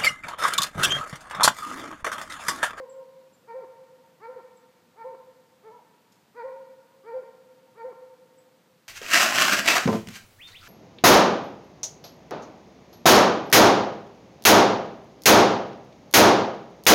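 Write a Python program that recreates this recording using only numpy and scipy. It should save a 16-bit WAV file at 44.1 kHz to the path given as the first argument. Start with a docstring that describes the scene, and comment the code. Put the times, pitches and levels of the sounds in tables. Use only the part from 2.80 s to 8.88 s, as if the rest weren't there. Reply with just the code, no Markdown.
"""Over faint hiss, a hound is already baying on a scent, far off in bare winter woods.
Each of its eight bays opens wide-mouthed and bright, flips up into a pure hoot as the muzzle closes,
then drops away; trunks scatter it into a long ringing tail. A small bird chips three times early on,
a twig ticks midway, and the bird chips once more after the last bay."""
import sys
import numpy as np
from scipy import signal
from scipy.fft import rfft, irfft, next_fast_len
from scipy.io import wavfile

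SR = 44100
rng = np.random.default_rng(int(sys.argv[2]) if len(sys.argv) > 2 else 0)


def unload_wav(signal):
    """Save mono or channel-first audio to the path in sys.argv[1] as 16-bit WAV at rate SR, clipped to [-1, 1]."""
    wavfile.write(
        sys.argv[1],
        SR,
        np.round(np.clip(np.atleast_2d(signal).T, -1, 1) * 32767).astype(np.int16),
    )


N = 268128
LEAD = int(.25 * SR)   # samples before time zero
TRACK_SIZE = LEAD + N


# Bays: start_s, cry_s, hoot_s, cry_hz, hoot_hz, scoop_s, sag_hz_per_s, cry_db, hoot_db, attack_s,
# release_db, cry_octave_db, hoot_octave_db, cry_upper_db
BAY_CALLS = [ (-.125, .085, .125, 472, 532.4, 0.055, 310, -37.5, -31, 0.028, 48.5, -2, -21, -12),
             (0.671, 0.07, 0.11, 466.6, 526.3, 0.016, 280, -40, -34.5, 0.011, 20, 5, -23.5, -8.5),
             (1.4, 0.08, 0.13, 458.7, 514.5, 0.05, 297.5, -37, -38, 0.029, 23, 1, -21, -4),
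             (2.156, .089, .11, 460.5, 523.5, 0.041, 305, -37, -36.5, 0.033, 23.5, 7, -18.5, -8),
             (2.825, .085, .11, 448, 490.8, 0.044, 510, -45.5, -52, 0.015, 15, -6.5, 5, -10),
             (3.543, .094, .135, 489, 536.2, .038, 823, -35.5, -33.5, 0.022, 38.5, -1.5, -21.5, -6.5),
             (4.233, 0.1, .108, 468.4, 523.2, 0.063, 607, -37, -31.5, 0.025, 31, -6, -31, -10),
             (4.95, .091, 0.094, 463.6, 523.3, 0.038, 285, -38, -33, 0.03, 24.5, -2, -26.5, -6.5), ]

def hound():
    """The dog runs on between bays, so each one rings differently through the trees."""
    out = np.zeros(TRACK_SIZE)
    for start_s, *shape in BAY_CALLS:
        add(out, start_s, woods(voice(*cry_to_hoot(*shape)), wet_db=-5.5))
    return out


def cry_to_hoot(cry_s, hoot_s, cry_hz, hoot_hz, scoop_s, sag_hz_per_s, cry_db, hoot_db, attack_s,
                release_db, cry_octave_db, hoot_octave_db, cry_upper_db):
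    """The cry scoops up and sags as the jaw opens; the muzzle closes into a hoot that holds, then falls."""
    attack_depth_db, opening_db_per_s, flare_db = 31.5, 167, 11
    flip_s, flip_dip_db, climb_s, brightening_db = .0068, 3, .011, 18.5
    t = np.arange(int((cry_s + hoot_s) * SR)) / SR
    scoop = np.maximum(1 - t / scoop_s, 0) ** 2
    # rows: pitch_hz, level_db, octave_db, upper_db
    cry = np.array([
        cry_hz * (1 - .24 * scoop) - sag_hz_per_s * np.maximum(t - scoop_s, 0),
        cry_db - attack_depth_db * np.exp(-t / attack_s),
        cry_octave_db + opening_db_per_s * (t - cry_s / 2),
        cry_upper_db - flare_db * np.clip(2 * t / cry_s - 1, 0, 1) ** 2])
    since_flip_s = np.maximum(t - cry_s, 0)
    progress = since_flip_s / hoot_s
    release = progress ** 2.9
    hoot = np.array([
        hoot_hz * (1 - .063 * np.exp(-since_flip_s / climb_s) - .42 * progress ** 4.6),
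        hoot_db - release_db * release,
        hoot_octave_db + brightening_db * release,
        -29 + brightening_db * release])
    closed = (1 + np.tanh((t - cry_s) / flip_s)) / 2
    pitch_hz, level_db, octave_db, upper_db = cry + closed * (hoot - cry)
    dip_db = flip_dip_db / np.cosh((t - cry_s) / flip_s)
    share_db = -10 * np.log10(1 + from_db(octave_db) ** 2)   # fundamental and octave share the power
    return pitch_hz, level_db - dip_db + share_db, octave_db, upper_db - share_db


# Throat response for the upper partials: freq_hz, gain_db
THROAT_RESPONSE = [(1000, 13.5), (1370, -5.5), (1830, -10), (2330, -12.5), (2650, -35), (3500, -39.5),
                   (4700, -27), (6000, -74)]
# Escaping breath spectrum: freq_hz, relative_db
RASP_SPECTRUM = [(60, -50), (150, -23), (350, -60), (600, 10.5), (950, -7), (1400, -14), (2300, -10.5),
                 (2900, -62), (6000, -37), (10000, -57)]

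def voice(pitch_hz, level_db, octave_db, upper_db, slack_hz=385, taut_hz=445, hoot_hz=500):
    """Vocal folds give harmonics and a puff of air each cycle; slack or weakly driven, they turn hoarse."""
    shimmer, flutter, rasp_db, growl_db, full_voice_db = .091, .37, -26.5, -25, -45
    size = len(pitch_hz)
    t = np.arange(size) / SR
    slack = np.clip((taut_hz - pitch_hz) / (taut_hz - slack_hz), 0, 1)
    jitter = (.0042 + .018 * slack) * drift(110, size)
    phase = 2 * np.pi * np.cumsum(pitch_hz * (1 + jitter)) / SR
    low = np.sin(phase) + from_db(octave_db) * np.sin(2 * phase)
    upper = sum(gain_at(THROAT_RESPONSE, k * pitch_hz) * np.sin(k * phase + k * k) for k in range(3, 12))
    tone = low * (1 + shimmer * drift(73, size))
    tone += from_db(upper_db) * upper * (1 + flutter * drift(150, size))
    openness = np.sqrt(from_db(octave_db) ** 2 + from_db(upper_db) ** 2 + .29)
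    puffs = noise(RASP_SPECTRUM, SR)[:size] * (1 + np.cos(phase)) / 2
    weakness = np.clip((full_voice_db - level_db - 20 * np.log10(openness)) / 10, 0, 1)
    hoarseness_db = np.maximum(20 * slack, 17 * weakness)
    rasp = openness * from_db(rasp_db + hoarseness_db) * puffs
    # alternate cycles differ as the voice flips up: a weak line between the first two partials
    flipped = np.clip((pitch_hz - taut_hz) / (hoot_hz - taut_hz), 0, 1) ** 2
    growl = from_db(growl_db) * flipped * drift(30, size) * np.sin(1.5 * phase)
    fade = np.clip(np.minimum(t, t[-1] - t) / .00098, 0, 1)
    return np.sqrt(2) * from_db(level_db) * fade * (tone + rasp + growl)


# Trunk echo envelope at nearness 1: delay_s, relative_db
ECHO_DECAY = [(0.01, 1.5), (.05, -3.5), (.11, -5), (0.202, -10.5), (.3, -15), (.45, -19.5), (.6, -23),
              (.9, -32), (1.3, -56)]
# Trunk echo colour: freq_hz, gain_db
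ECHO_COLOUR = [(200, -31), (430, -3.5), (520, 1.5), (920, 2.5), (1400, 5), (2300, 3), (7000, 5)]

def woods(x, wet_db, nearness=1.0, echoes_per_s=900):
    """Direct sound plus a small echo from each trunk, new for each position; nearness shortens the tail."""
    delay_s, echo_db = np.transpose(ECHO_DECAY)
    t = np.arange(SR + SR // 2) / SR * nearness
    echoes = rng.standard_normal(len(t)) * (rng.random(len(t)) < echoes_per_s / SR)
    echoes *= from_db(np.interp(t, delay_s, echo_db)) * (t > delay_s[0]) * (t < delay_s[-1])
    echoes /= np.sqrt(np.sum(echoes ** 2))
    response = from_db(wet_db) * coloured(echoes, ECHO_COLOUR)
    response[0] += 1   # direct path
    return signal.fftconvolve(x, response)


# Bird chips: start_s, relative_db, nominal_pitch_hz
BIRD_CHIPS = [(0.0942, -51.5, 7490), (0.5296, -59.5, 7200), (1.7672, -60.5, 7560), (5.5792, -57, 7720)]

def bird(swell_s=.0032, slide_s=.009, gain_db=-7):
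    """Each chip is a thin whistle that slides quickly down, in nearby brush."""
    out = np.zeros(TRACK_SIZE)
    t = np.arange(SR // 20) / SR
    envelope = t / swell_s * np.exp(1 - t / swell_s)
    for start_s, relative_db, nominal_pitch_hz in BIRD_CHIPS:
        pitch_hz = nominal_pitch_hz * (.97 + .08 * np.exp(-t / slide_s))
        whistle = np.sin(2 * np.pi * np.cumsum(pitch_hz) / SR)
        chip = from_db(relative_db + gain_db) * envelope * whistle
        add(out, start_s, woods(chip, wet_db=1, nearness=6.5))
    return out


# Twig ticks: start_s, level_db
TWIG_TICKS = [(3.321, -58.5)]
# Crack spectrum: freq_hz, relative_db
CRACK_SPECTRUM = [(800, -14), (3500, -7), (6800, 0), (9000, -6), (14000, -20)]

def twig(decay_s=.0018):
    """Dry wood gives a sharp crack that the nearby brush scatters."""
    out = np.zeros(TRACK_SIZE)
    t = np.arange(SR // 100) / SR
    for start_s, level_db in TWIG_TICKS:
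        crack = from_db(level_db) * np.exp(-t / decay_s) * noise(CRACK_SPECTRUM, len(t))
        add(out, start_s, woods(crack, wet_db=3, nearness=4.0))
    return out


# Background spectrum: freq_hz, relative_db
AIR_SPECTRUM = [(25, -38), (55, -29), (80, -14.5), (115, -6), (170, 0), (270, -2.5), (370, -6.5),
                (700, -9.5), (1150, -12), (2500, -17), (4700, -19.6), (5400, -22), (8000, -24),
                (10000, -28.4), (13000, -25.6)]

def air(level_db=-63.4):
    """Steady distant rumble and faint hiss."""
    return from_db(level_db) * noise(AIR_SPECTRUM, TRACK_SIZE)


def from_db(db):
    """Decibels to gain."""
    return 10 ** (np.asarray(db) / 20)


def rms_one(x):
    """Scale to rms 1."""
    return x / np.sqrt(np.mean(x ** 2) + 1e-20)


def gain_at(curve, freq_hz):
    """Gain of a freq_hz, gain_db curve, read on a log-frequency axis."""
    curve_hz, curve_db = np.transpose(curve)
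    return from_db(np.interp(np.log(np.maximum(freq_hz, 1)), np.log(curve_hz), curve_db))


def coloured(x, curve):
    """Filter by a freq_hz, gain_db curve."""
    size = next_fast_len(len(x))
    freq_hz = np.arange(size // 2 + 1) * SR / size
    return irfft(rfft(x, size) * gain_at(curve, freq_hz), size)[:len(x)]


def noise(curve, size):
    """Coloured noise, rms 1."""
    return rms_one(coloured(rng.standard_normal(size), curve))


def drift(rate_hz, size):
    """Random wander below rate_hz, rms about 1."""
    lowpass = signal.butter(2, rate_hz, fs=SR, output="sos")
    return rms_one(signal.sosfilt(lowpass, rng.standard_normal(SR)))[:size]


def add(track, start_s, sound):
    """Mix a sound into the track from start_s on."""
    start = LEAD + int(start_s * SR)
    track[start:start + len(sound)] += sound[:len(track) - start]


def scene():
    """Hound, bird and twig among the trees, over still air; mono."""
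    background = air()
    return (hound() + bird() + twig() + background)[None, LEAD:]


def record(dry, low_cut_hz=59, high_cut_hz=15150, fade_s=.002):
    """The small microphone loses the deep bass; the top is cut steeply."""
    fade_in = np.minimum(np.arange(N) / SR / fade_s, 1)
    highpass = signal.butter(2, low_cut_hz, "high", fs=SR, output="sos")
    lowpass = signal.ellip(12, .1, 70, high_cut_hz, fs=SR, output="sos")
    return signal.sosfilt(lowpass, signal.sosfilt(highpass, dry * fade_in))


dry = scene()
out = record(dry)
unload_wav(out)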